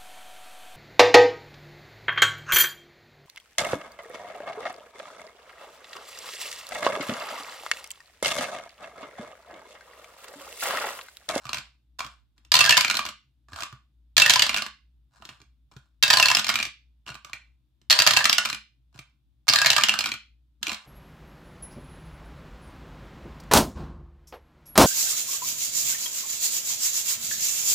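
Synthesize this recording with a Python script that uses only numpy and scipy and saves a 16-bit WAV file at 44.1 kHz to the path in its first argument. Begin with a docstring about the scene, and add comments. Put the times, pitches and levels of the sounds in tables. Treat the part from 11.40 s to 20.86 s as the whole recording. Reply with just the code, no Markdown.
"""Two dice clatter five times down a thin plastic tower, over its baffles, and tumble into the tray below.
Between throws fingers gather them with lighter clicks and scuffs. Hum, rumble and hiss lie beneath.
Timed knocks ring damped modes of tower or tray and spit bright noise; dense tiny clicks make the patter.
The table under the tray thumps softly through its own low modes, and a small room answers the dice."""
import sys
import numpy as np
from scipy import signal
from scipy.fft import rfft, irfft
from scipy.io import wavfile

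SR = 44100
rng = np.random.default_rng(int(sys.argv[2]) if len(sys.argv) > 2 else 0)


def materialize(psi):
    """Save the field psi as 16-bit PCM at rate SR to the path in sys.argv[1].

    A 1-D psi becomes a single channel; in a 2-D psi each row is a channel.
    """
    bounded = np.clip(np.atleast_2d(psi).T, -1, 1)
    quanta = np.round(bounded * 32767).astype(np.int16)
    wavfile.write(sys.argv[1], SR, quanta)


N = 417186  # length in samples

# relative spectrum of hard plastic contact: (f/Hz, level/dB)
CRACK_SPECTRUM = [(240, -46), (400, -30), (609, -16), (2290, -7), (2710, -3.5), (3370, -3), (5500, -7),
                  (7700, -11.5), (8600, -19.5), (12900, -22), (15300, -23.5), (16500, -34)]
# the five throws: (dropped/s, out of the tower/s, at rest/s)
THROW_TIMES = [(1.1, 1.44, 1.8), (2.75, 3.05, 3.35), (4.61, 4.93, 5.35), (6.48, 6.85, 7.2),
               (8.07, 8.41, 8.8)]
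SPLIT_HZ = 1900  # parts the low modes of the plastic from the high ones


def from_db(db):
    """Decibels to gain."""
    return 10 ** (np.asarray(db) / 20)


def rms_one(x):
    """Scaled to unit power."""
    return x / np.sqrt(np.mean(x ** 2) + 1e-30)


def in_time(rows, silent_db=-140):
    """Curve columns at every sample, silent outside the table."""
    s, *columns = np.transpose(rows)
    t = np.arange(N) / SR
    return [np.interp(t, s, c, left=silent_db, right=silent_db) for c in columns]


def at_hz(points, hz, axis=1):
    """A table column read on a log-frequency scale."""
    points = np.array(points)
    return np.interp(np.log(np.maximum(hz, 1)), np.log(points[:, 0]), points[:, axis])


def coloured(x, spectrum):
    """Causal colouring: the minimum-phase filter of a spectrum, found by folding its cepstrum."""
    bins_hz = np.arange(2049) * SR / 4096
    cepstrum = irfft(np.log(from_db(at_hz(spectrum, bins_hz))))
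    cepstrum[1:2048] *= 2
    cepstrum[2049:] = 0
    impulse = rms_one(irfft(np.exp(rfft(cepstrum)))) / 64  # unit energy over 4096 samples
    return signal.oaconvolve(x, impulse[None], axes=1)[:, :N]


def stereo_noise(alike):
    """White noise whose two sides correlate by the amount alike."""
    alike = np.clip(alike, 0, 1)
    mid, side = rng.standard_normal((2, N))
    return np.sqrt((1 + alike) / 2) * mid + np.sqrt((1 - alike) / 2) * side * [[1], [-1]]


def drift(rate):
    """Smooth random wander of unit power: noise through two equal low-pass poles at rate/Hz."""
    r = np.exp(-2 * np.pi * rate / SR)
    wander = signal.lfilter([1], [1, -2 * r, r * r], rng.standard_normal(N + SR))
    return rms_one(wander[SR:])  # the first second only settles the filter


def ring(clicks, hz, t60):
    """A damped resonator: a unit click sets a sine of height 1 ringing."""
    r, w = from_db(-60 / (t60 * SR)), 2 * np.pi * hz / SR
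    return signal.lfilter([0, np.sin(w)], [1, -2 * r * np.cos(w), r * r], clicks + 1e-18)


def strike(modes, s, strengths, stutter_s, lag_s):
    """Each knock is a quick stutter of corner and edges, felt differently by each mode.
    Each mode reaches the two channels at its own lag, and each knock leans a little to one side."""
    lean = from_db(rng.normal(-0.39, 1.0, (len(s), 1)))
    lags = rng.normal(0, lag_s, (len(s), len(modes))) / 2
    struck = np.zeros((2, N))
    for k, (hz, _, t60) in enumerate(modes):
        touches = s[:, None] + stutter_s * rng.random((len(s), 3)) * [.3, 1, 1.8]
        sizes = rng.choice([-1, 1], touches.shape) * [.9, .45, .3] * strengths[:, k:k + 1]
        clicks = np.zeros((2, N))
        for side, sign in enumerate((1, -1)):
            at = ((touches + sign * lags[:, k:k + 1]) * SR).astype(int).clip(0, N - 1)
            np.add.at(clicks[side], at, sizes * lean ** sign)
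        struck += ring(clicks, hz, t60)
    return struck


def background():
    """A hum of tone and narrow-band noise with wandering level, a low rumble and a faint hiss."""
    # relative rumble spectrum: (f/Hz, level/dB)
    rumble_spectrum = [(75, -8.5), (90, -10), (130, 1.5), (161, -12.5), (200, -12), (317, -13),
                       (420, -36.5), (600, -62)]
    # relative hiss spectrum: (f/Hz, level/dB)
    hiss_spectrum = [(300, -2.5), (500, -1.5), (1000, -3.5), (2000, -8), (3200, -3.5), (3600, 0.5),
                     (4000, -5), (6500, -14), (12000, -14), (16000, -12)]
    hum_hz, width_hz = 59, 10
    hum_gain = from_db(-61 + 1.5 * drift(4))
    edges_hz = [hum_hz - width_hz / 2, hum_hz + width_hz / 2]
    band = signal.butter(2, edges_hz, "band", fs=SR, output="sos")
    tone = np.sin(2 * np.pi * hum_hz * np.arange(N) / SR)
    hum = tone + .55 * rms_one(signal.sosfilt(band, stereo_noise(.8)))
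    hum = hum_gain * hum * [[10 ** 0], [10 ** 0]] * from_db([[.8], [-.8]])  # leans to the first side
    rumble = rms_one(coloured(stereo_noise(0.75), [(40, -38)] + rumble_spectrum))
    hiss = rms_one(coloured(stereo_noise(0.22), [(100, -38)] + hiss_spectrum))
    return hum + from_db(-74.5) * rumble + from_db(-85.5) * hiss


def room(x, delay_s, length_s=.5):
    """A diffuse noise tail, partly shared by the channels, dying band by band."""
    # reverberation by band: (f/Hz, t60/s, relative level/dB)
    decay = [(500, 0.11, 2.5), (900, 0.19, 1.5), (1500, 0.25, 1.5), (3520, .32, -3.5), (7200, 0.24, -6),
             (9000, .2, -0.5), (14000, 0.059, 1.5)]
    t = np.arange(int(length_s * SR)) / SR
    tail, edges = 0, 340 * 2 ** np.arange(0, 6.1, .5)  # half-octave bands
    for low, high in zip(edges, edges[1:]):
        hz = np.sqrt(low * high)
        sos = signal.butter(2, [low, min(high, .48 * SR)], "band", fs=SR, output="sos")
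        band = signal.sosfilt(sos, rng.standard_normal((2, len(t))))
        level_db = at_hz(decay, hz, axis=2) - 60 * t / at_hz(decay, hz)
        tail = tail + band * from_db(level_db)
    tail = tail + 0.44 * tail[::-1]   # both channels hear much the same room
    tail *= 1 - np.exp(-(t / delay_s) ** 2)   # the first walls are some way off
    return signal.oaconvolve(x, tail / np.sqrt(np.sum(tail ** 2) / 2), axes=1)[:, :N]


def thumps(s, level_db, thump_hz, focus_db, octaves):
    """The table under the tray booms softly, most near one pitch per blow."""
    # modes of the table top: (f/Hz, relative level/dB, t60/s)
    table_modes = [(80, -8.5, 0.14), (129, -1.5, 0.092), (211, -12, 0.27), (238, -4.5, 0.1),
                   (310, -1, 0.075), (377, -1.5, 0.051), (463, -3.5, 0.018)]
    hz, mode_db, t60 = np.transpose(table_modes)
    near = np.exp(-(np.log2(hz / thump_hz[:, None]) / octaves) ** 2)
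    strengths = from_db(level_db)[:, None] * from_db(mode_db + focus_db * near)
    booms = strike(table_modes, s, strengths, stutter_s=0.007, lag_s=0.00005)
    soft = signal.butter(2, 500, fs=SR, output="sos")   # a soft push: no sharp edge
    return signal.sosfilt(soft, booms)


def hand_bumps():
    """The hand bumps tray and table, each bump favouring its own low pitch."""
    # bumps: (t/s, relative level/dB, favoured f/Hz)
    bumps = [(0.053, -57, 133), (.645, -56, 80), (2.128, -50.5, 81), (2.326, -56.5, 130),
             (3.801, -62.5, 205), (3.915, -63.5, 130), (4.363, -54, 130), (5.702, -56, 130),
             (7.55, -58.5, 130), (7.589, -59, 130.5), (9.21, -62, 204), (9.278, -48.5, 290),
             (9.32, -49, 220)]
    return thumps(*np.transpose(bumps), focus_db=19, octaves=0.22)


def knock_thumps(knocks, falling, landed):
    """The table thumps under every knock, less than in proportion; pitch follows where the die is."""
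    level_db = -43 + 0.42 * knocks[:, 1] + 2.5 * rng.standard_normal(len(knocks))
    tower_hz, tray_hz, hand_hz = 124, 210, 105.3
    thump_hz = np.select([falling, landed], [tower_hz, tray_hz], hand_hz)
    return thumps(knocks[:, 0], level_db, thump_hz, focus_db=7.5, octaves=0.41)


def scuffs():
    """Level curves of fingers and dice scuffing the tray: a swell, then a quarter-second fade at one rate."""
    # scuffs: (start/s, loudest t/s, loudest level/dB, swell/dB; a negative swell starts louder)
    scuff_table = [(0, 0.156, -45.5, 16), (0.587, 0.589, -36, 6), (0.963, 1.068, -78, 4),
                   (2.084, 2.206, -40.5, 24), (2.302, 2.334, -75, 7), (3.709, 3.765, -60, 17),
                   (3.794, 3.898, -53.5, 18), (3.99, 4.005, -80, 5), (4.313, 4.321, -61.5, 1),
                   (4.356, 4.369, -64, 3), (5.659, 5.696, -48, 9), (5.845, 5.852, -56, 5),
                   (5.935, 5.937, -57, 2), (6.41, 6.414, -80.5, 0), (7.528, 7.573, -57.5, 14),
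                   (8.07, 8.072, -45, -2), (9.215, 9.289, -42.5, 23), (9.297, 9.335, -50, -3),
                   (9.433, 9.446, -61, 8)]
    fade_s, fade_db_per_s = .25, 205
    return [[(start, db - swell_db), (loudest, db), (loudest + fade_s, db - fade_db_per_s * fade_s)]
            for start, loudest, db, swell_db in scuff_table]


def tumbles():
    """Level curves of faces and edges pattering: every throw passes through the same four levels."""
    # level/dB just after the drop, on leaving the tower, once rolling in the tray, at the last
    tumble_db = [-30, -36, -43, -47.5]
    late_s, rolling_after_s, still_before_s = 0.051, 0.053, 0.089
    curves = []
    for dropped, out, at_rest in THROW_TIMES:
        times = [dropped + late_s, out, out + rolling_after_s, at_rest - still_before_s]
        curves.append(list(zip(times, tumble_db)))
    return curves


def patter(curves, modes, per_s):
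    """Dense tiny clicks at random moments set the plastic buzzing, with a little bright contact noise."""
    level = sum(from_db(in_time(rows)[0]) for rows in curves)
    sizes = from_db(4.5 * np.minimum(rng.exponential(1, N), 4))
    grains = (rng.random(N) < per_s / SR) * sizes * stereo_noise(.5)
    rings = sum(from_db(level_db) * ring(grains, hz, t60 / 2) for hz, level_db, t60 in modes)
    return level * (rms_one(rings) + from_db(-12.5) * rms_one(coloured(grains, CRACK_SPECTRUM)))


def cracks(knocks, t60):
    """A hard contact spits a few milliseconds of bright noise."""
    s, peak_db, crack_db = knocks.T[[0, 1, 5]]
    clicks = np.zeros((2, N))
    clicks[:, (s * SR).astype(int)] = from_db(peak_db + crack_db + 6) * from_db([[-1.0], [1.0]])
    envelope = signal.lfilter([1], [1, -from_db(-60 / (t60 * SR))], clicks + 1e-18)
    envelope = signal.lfilter([.05], [1, -.95], envelope)   # the contact takes half a millisecond to build
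    return coloured(envelope * stereo_noise(0.21), CRACK_SPECTRUM)


def twinned(modes, high_s, low_s):
    """Plastic damps high modes fast; facing walls add a quicker twin 5% higher.
    high_s and low_s cap the ring above and below the split."""
    damped = []
    for hz, level_db, t60 in modes:
        cap_s = low_s if hz < SPLIT_HZ else high_s
        damped.append((hz, level_db, min(t60, cap_s, .055 * (3000 / hz) ** 2.3)))
    return damped + [(1.05 * hz, level_db - 2, t60 / 2) for hz, level_db, t60 in damped]


def shell(modes, knocks, focus_db, gain_db):
    """The spot that is hit favours one high and one low pitch; each knock shares out the two mode groups."""
    s, peak_db, high_hz, low_hz, low_db = knocks.T[:5]
    hz, level_db, _ = np.transpose(modes)
    is_low = hz < SPLIT_HZ
    pitch_hz = np.where(is_low, low_hz[:, None], high_hz[:, None])
    near = np.exp(-(np.log2(hz / pitch_hz) / .09) ** 2)
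    near[:, is_low] *= .6   # low modes spread over the whole body
    share = from_db(level_db + focus_db * near + 5 * rng.standard_normal(near.shape))
    low = from_db(np.minimum(low_db, 0))[:, None]
    high = np.sqrt(np.maximum(1 - low ** 2, .05))
    for group, gain in ((is_low, low), (~is_low, high)):
        share[:, group] *= gain / np.linalg.norm(share[:, group], axis=1, keepdims=True)
    strengths = from_db(peak_db + gain_db)[:, None] * share
    return strike(modes, s, strengths, stutter_s=.0035, lag_s=.00004)


def scene():
    """Falling dice ring the tower, landed dice the tray; fingers in the tray damp it."""
    # knocks of a die: (t/s, relative level/dB, high ring f/Hz, low ring f/Hz,
    # low ring share/dB (0 at most is used), relative crack level/dB)
    knock_table = [(0.053, -33.5, 2470, 1170, 0, -8), (0.067, -32.5, 2380, 1270, -8, -13),
                   (0.092, -21, 2410, 1250, -3.5, -14), (0.131, -15, 2360, 1350, -15, -13),
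                   (0.144, -20, 2400, 1270, -16, -8), (0.171, -22.5, 2390, 1380, -7, -16),
                   (0.183, -28, 2370, 1160, -13, -6), (0.592, -31, 2500, 1280, 2, -0.5),
                   (0.605, -17.5, 2390, 1150, -2, -19), (0.646, -32, 2850, 1150, 5, -10.5),
                   (0.664, -35, 2520, 1150, -2, -8), (0.979, -55.5, 4950, 780, -10, -3.5),
                   (1.049, -49.5, 5920, 620, -27, -6), (1.118, -4, 4760, 1480, -13.5, -10.5),
                   (1.14, -2, 4190, 1000, -15.5, -8), (1.153, -5, 3547, 1020, -15, -8.5),
                   (1.166, -9, 3080, 1000, -18, -8.5), (1.19, -9.5, 2730, 1030, -9.5, -2.5),
                   (1.206, -4.5, 2700, 1100, -16, -9.5), (1.211, -5, 2573, 1810, -11, -13),
                   (1.241, -6, 5160, 1810, -8, -13), (1.251, -9, 5046, 1450, -6, -14),
                   (1.261, -9.5, 3620, 1590, -1.5, -9.5), (1.275, -14.5, 4650, 1590, -1, -15.5),
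                   (1.293, -5.5, 3130, 1020, -11.5, -4), (1.307, -5, 2796, 1810, -12, -7.5),
                   (1.324, -5, 2632, 1720, -5.5, -14.5), (1.369, -6, 2217, 1720, -2.5, -8),
                   (1.375, -4.5, 2160, 1030, -10.5, -8), (1.408, -10, 3120, 1820, -18, -5.5),
                   (1.447, -8, 2416, 1460, -22, -14), (1.48, -13.5, 2430, 1490, -22, -16),
                   (1.499, -10, 2400, 1430, -11, -10.5), (1.51, -11.5, 2390, 1660, -9.5, -11),
                   (1.542, -20.5, 2430, 1340, -1, -7.5), (1.552, -20, 4160, 1400, -12, -8),
                   (1.569, -15, 4260, 1040, -15, -6), (1.591, -15, 2410, 1140, -3.5, -10.5),
                   (1.652, -24, 1990, 1140, -2, -8), (1.663, -21, 2400, 1460, -12, -11),
                   (1.688, -28, 4270, 1220, -3, -6), (2.085, -44, 2810, 1160, 1, -18),
                   (2.12, -41, 1980, 1210, -1, -17), (2.132, -30.5, 3960, 1690, -2, -16),
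                   (2.16, -30.5, 1910, 1230, 0.5, -7.5), (2.187, -27.5, 1910, 1160, 0, -18),
                   (2.195, -34, 2410, 1130, 3, -10), (2.205, -30.5, 2350, 1290, 0, -4),
                   (2.222, -23, 2394, 1310, -10, -12.5), (2.233, -24, 1923, 1160, -4.5, -7.5),
                   (2.326, -34.5, 2010, 1160, 0, -16), (2.767, -7.5, 4142, 1480, -16, -7),
                   (2.779, -1, 4220, 1490, -9, -7.5), (2.799, -8, 3647, 1560, -14, -6.5),
                   (2.819, -1.5, 2656, 1560, -19.5, -10.5), (2.861, -6, 2670, 1810, 1, -8),
                   (2.896, -4, 3106, 1120, -10, -5), (2.904, -6, 3600, 1810, -8.5, -7),
                   (2.936, -12, 3120, 1700, -23.5, -1), (2.958, -6.5, 2270, 1000, -10.5, -11.5),
                   (2.994, -5.5, 3030, 1710, -13, -10), (3.021, -7.5, 3070, 1710, -20.5, -3.5),
                   (3.065, -14.5, 2700, 1720, -11, -9.5), (3.093, -9.5, 2610, 1260, -8.5, -13.5),
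                   (3.13, -26, 2700, 1460, -8, -12), (3.143, -14, 3560, 1140, -10, -12),
                   (3.163, -20, 2690, 1550, -10, -6), (3.172, -19, 3580, 1510, 0, -5.5),
                   (3.182, -17.5, 2440, 1520, -25, -12), (3.192, -26, 2700, 1450, 2, -20),
                   (3.221, -18.5, 3500, 1140, -8, -9.5), (3.263, -24, 2450, 1140, -4, -11),
                   (3.822, -34, 2900, 1250, -1.5, -20), (3.852, -33, 2910, 1160, -14, -9.5),
                   (3.89, -26, 2800, 1140, -15, -19), (3.897, -43, 2430, 1040, -7, -12),
                   (4.002, -44, 2420, 1150, -7, -20), (4.016, -42.5, 2434, 1160, -17.5, -13),
                   (4.318, -52, 2170, 1150, -6, -9), (4.365, -41, 2900, 1460, -3.5, -11.5),
                   (4.626, -9.5, 4513, 1200, -23, -4.5), (4.634, -2.5, 3670, 1680, -15.5, -11),
                   (4.679, -12, 3760, 1670, -14, -12), (4.702, -3, 3636, 1820, -6, -11),
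                   (4.706, -9, 2757, 1810, -9, -6.5), (4.731, -6, 4740, 1710, -7.5, -12),
                   (4.736, -7, 2970, 990, -7.5, -8), (4.771, -3.5, 4310, 1020, -9, -11.5),
                   (4.785, -16.5, 4225, 1030, -13.5, -7.5), (4.798, -6, 2870, 980, -7, -7.5),
                   (4.826, -5, 2680, 1810, -7, -8), (4.856, -6, 4270, 1810, -7, -9),
                   (4.884, -10, 2700, 1890, -14.5, -6.5), (4.901, -13.5, 2625, 1010, -5, -7),
                   (4.914, -10, 2110, 1130, -2, -7), (4.949, -5.5, 5190, 1700, -27.5, -9.5),
                   (4.969, -10, 2620, 1140, -8, -7.5), (4.986, -15.5, 2546, 1520, -9.5, -13),
                   (4.994, -17, 3555, 1440, -5.5, -4.5), (5.044, -19.5, 2400, 1450, -14.5, -6.5),
                   (5.067, -18, 2397, 1670, -11.5, -9), (5.082, -19, 4880, 1650, -9, -10.5),
                   (5.091, -10.5, 2400, 1200, -3.5, -7), (5.099, -12.5, 2120, 1440, -7, -12),
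                   (5.126, -29, 2420, 1410, -7, -10), (5.14, -19, 2410, 1140, -15.5, -7.5),
                   (5.156, -11, 2420, 1550, -12.5, -10.5), (5.188, -19.5, 3500, 1210, -7.5, -9.5),
                   (5.2, -15, 2440, 1630, -26, -17), (5.21, -28.5, 2420, 1160, -16, -8.5),
                   (5.227, -18, 2470, 1180, -21, -6.5), (5.252, -22.5, 2330, 1530, -27, -8.5),
                   (5.265, -30, 2370, 1160, -12, -12), (5.664, -33.5, 2820, 620, -6.5, -17),
                   (5.677, -30, 2810, 1280, -14.5, -22), (5.681, -28.5, 2780, 1170, -6, -18),
                   (5.69, -27.5, 2360, 1340, -6.5, -25), (5.702, -29, 2810, 1030, -17, -16),
                   (5.718, -34, 2390, 1290, -4, -24), (5.743, -36.5, 5670, 1150, -9, -8),
                   (5.752, -29, 2510, 1180, -4.5, -17), (5.847, -32.5, 2550, 1160, -4, -10),
                   (5.896, -37.5, 2520, 1160, -3.5, -19), (5.932, -22, 2540, 1170, -15.5, -15.5),
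                   (6.415, -56, 5230, 660, -22, -6.5), (6.499, -7.5, 3760, 1870, -21.5, -12),
                   (6.506, -4, 3840, 1890, -21, -7.5), (6.513, -8, 4230, 1890, -15.5, -6.5),
                   (6.526, -4.5, 4310, 1890, -16.5, -10.5), (6.589, -5, 2620, 1860, -17.5, -8),
                   (6.6, -4.5, 2697, 1870, -8.5, -14.5), (6.62, -11, 3600, 970, -9.5, -2.5),
                   (6.665, -3, 5040, 1700, -6, -11.5), (6.673, -5, 4090, 1700, -2.5, -4),
                   (6.708, -4.5, 1893, 1480, -8.5, -11.5), (6.735, -13.5, 4250, 970, -9.5, -5),
                   (6.765, -11, 2670, 990, -15, -8.5), (6.77, -5.5, 2520, 1560, -9, -7),
                   (6.79, -15.5, 2097, 1540, -0.5, -10), (6.807, -15.5, 4190, 1820, -0.5, -12),
                   (6.842, -10.5, 2480, 1560, -16, -7.5), (6.854, -3.5, 2130, 1020, -13, -9.5),
                   (6.895, -3.5, 5120, 1580, -12, -10.5), (6.928, -12, 5200, 1000, -13, -1),
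                   (6.982, -7, 3140, 1450, -7.5, -8), (7.051, -18, 5150, 1570, -9, -7.5),
                   (7.056, -16.5, 2410, 1550, -6, -8), (7.088, -30, 3680, 1460, -8, -4),
                   (7.099, -19.5, 3480, 1550, -9, -7), (7.128, -20, 2340, 1530, -23, -9.5),
                   (7.146, -26.5, 2370, 1460, -10, -5.5), (7.544, -50, 2780, 1040, -14, -14),
                   (7.577, -44, 2800, 1140, -8, -14), (7.59, -32, 2460, 1070, -8, -9),
                   (8.081, -12.5, 5340, 1400, -8.5, -6.5), (8.087, -4, 4230, 1010, -15.5, -9.5),
                   (8.097, -1, 4980, 1810, -20.5, -22.5), (8.126, -15.5, 1960, 1890, -15, -10),
                   (8.135, -10.5, 4650, 1140, -5.5, -4.5), (8.158, -5, 4150, 1820, -11, -9.5),
                   (8.186, -9, 3600, 1600, -4.5, -12.5), (8.216, -10, 2680, 1600, -3, -6.5),
                   (8.246, -11.5, 2160, 1010, -3.5, -13.5), (8.26, -5.5, 4240, 1690, -3, -8.5),
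                   (8.267, -9, 4120, 1700, -9, -9.5), (8.302, -5.5, 2640, 1220, -30, -6.5),
                   (8.315, -12, 2720, 1820, -17, -15), (8.331, -13.5, 2680, 1390, -6.5, -7.5),
                   (8.364, -7.5, 2580, 1820, -2.5, -8), (8.381, -11, 2140, 1550, -1, -7),
                   (8.41, -15.5, 2430, 1890, -22, -13), (8.42, -21, 2380, 1550, -16, -13),
                   (8.436, -1.5, 3040, 1710, -21, -12), (8.485, -11, 2930, 1420, -18, -7.5),
                   (8.493, -4, 2725, 1850, -34, -16.5), (8.52, -20.5, 2990, 1480, -8, -16),
                   (8.539, -13.5, 2800, 1550, 0, -12), (8.589, -12, 2340, 1550, -18, -9),
                   (8.607, -13, 4730, 1160, -14, -12.5), (8.64, -17, 2360, 1420, -19, -10.5),
                   (8.658, -18.5, 3520, 1170, 1, -4.5), (8.67, -27, 2380, 1150, -18, -7),
                   (8.689, -24, 2440, 1140, -12, -9), (8.717, -17, 2400, 1150, -24.5, -13),
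                   (8.739, -25.5, 2420, 1130, -9.5, -9), (9.229, -20, 2940, 1680, -27, -6),
                   (9.268, -13, 2440, 1560, -18, -17), (9.281, -22, 2810, 1290, -14, -10),
                   (9.294, -16, 2410, 1040, -23, -21), (9.317, -22.5, 2450, 1690, -10, -9.5),
                   (9.33, -24, 2560, 1100, -12, -9), (9.344, -27.5, 2420, 1080, -12, -8)]
    # walls and baffles of the tower: (f/Hz, relative level/dB, t60/s before damping)
    tower_modes = [(622, -8, 0.054), (800, -22, 0.018), (990, -6.5, 0.1), (1184, -5, 0.12),
                   (1632.6, 0.5, 0.041), (1760, -2.5, 0.031), (2170, -22, .09), (2674, -12.5, 0.29),
                   (2870, -21, 0.15), (3090, -24.5, .06), (3920, -19.5, 0.15), (3690, -17, 0.087),
                   (4290, -5, 0.05), (4205, -4, .05), (4690, 5, 0.065), (5160, -3.5, 0.033),
                   (6300, -7.5, .01), (7150, -6.5, 0.0086)]
    # floor and rim of the tray: (f/Hz, relative level/dB, t60/s before damping)
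    tray_modes = [(630, -14.5, 0.097), (895, -22.5, 0.063), (1152, 1.5, 0.097), (1440, -4, .09),
                  (1558, -3.5, .09), (2054, -10.5, 0.036), (2411, -6.5, 0.016), (2792, -4, .05),
                  (3040, -20, .06), (3610, -23, .04), (4180, -1, 0.15), (5184, -5.5, .04),
                  (5270, -13, 0.0051), (6750, -10, 0.015), (7400, -8.5, 0.0093)]
    knocks = np.array(knock_table)
    dropped, out, at_rest = np.transpose(THROW_TIMES)[:, :, None]
    falling = np.any((knocks[:, 0] > dropped) & (knocks[:, 0] < out), axis=0)
    landed = np.any((knocks[:, 0] >= out) & (knocks[:, 0] < at_rest), axis=0)
    tower = twinned(tower_modes, high_s=.06, low_s=.06)
    free_tray = twinned(tray_modes, high_s=0.026, low_s=0.041)
    held_tray = twinned(tray_modes, high_s=.012, low_s=.035)

    plastic = shell(tower, knocks[falling], focus_db=24, gain_db=-1)
    plastic += shell(free_tray, knocks[landed], focus_db=15, gain_db=-0.5)
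    plastic += shell(held_tray, knocks[~falling & ~landed], focus_db=11, gain_db=-0.5)
    plastic += cracks(knocks, t60=0.023)
    plastic += patter(scuffs(), held_tray, per_s=2200)
    plastic += patter(tumbles(), tower, per_s=1100)
    walls = signal.butter(6, 560, "high", fs=SR, output="sos")   # small walls radiate no bass
    dice = signal.sosfilt(walls, plastic)

    table = knock_thumps(knocks, falling, landed) + hand_bumps()
    return dice + from_db(-6.5) * room(dice, delay_s=0.0015) + table + background()


def record(dry):
    """Peaks are squashed smoothly towards a ceiling of 0.74; then the deepest bass and the top are cut."""
    full = dry / (1 + (dry / .74) ** 4) ** .25
    full = signal.sosfilt(signal.butter(3, 48, "high", fs=SR, output="sos"), full)
    top_cut = signal.cheby2(14, 90, 16950, fs=SR, output="sos")  # 90 dB down from 16950 Hz upwards
    return signal.sosfilt(top_cut, full)


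dry = scene()
out = record(dry)
materialize(out)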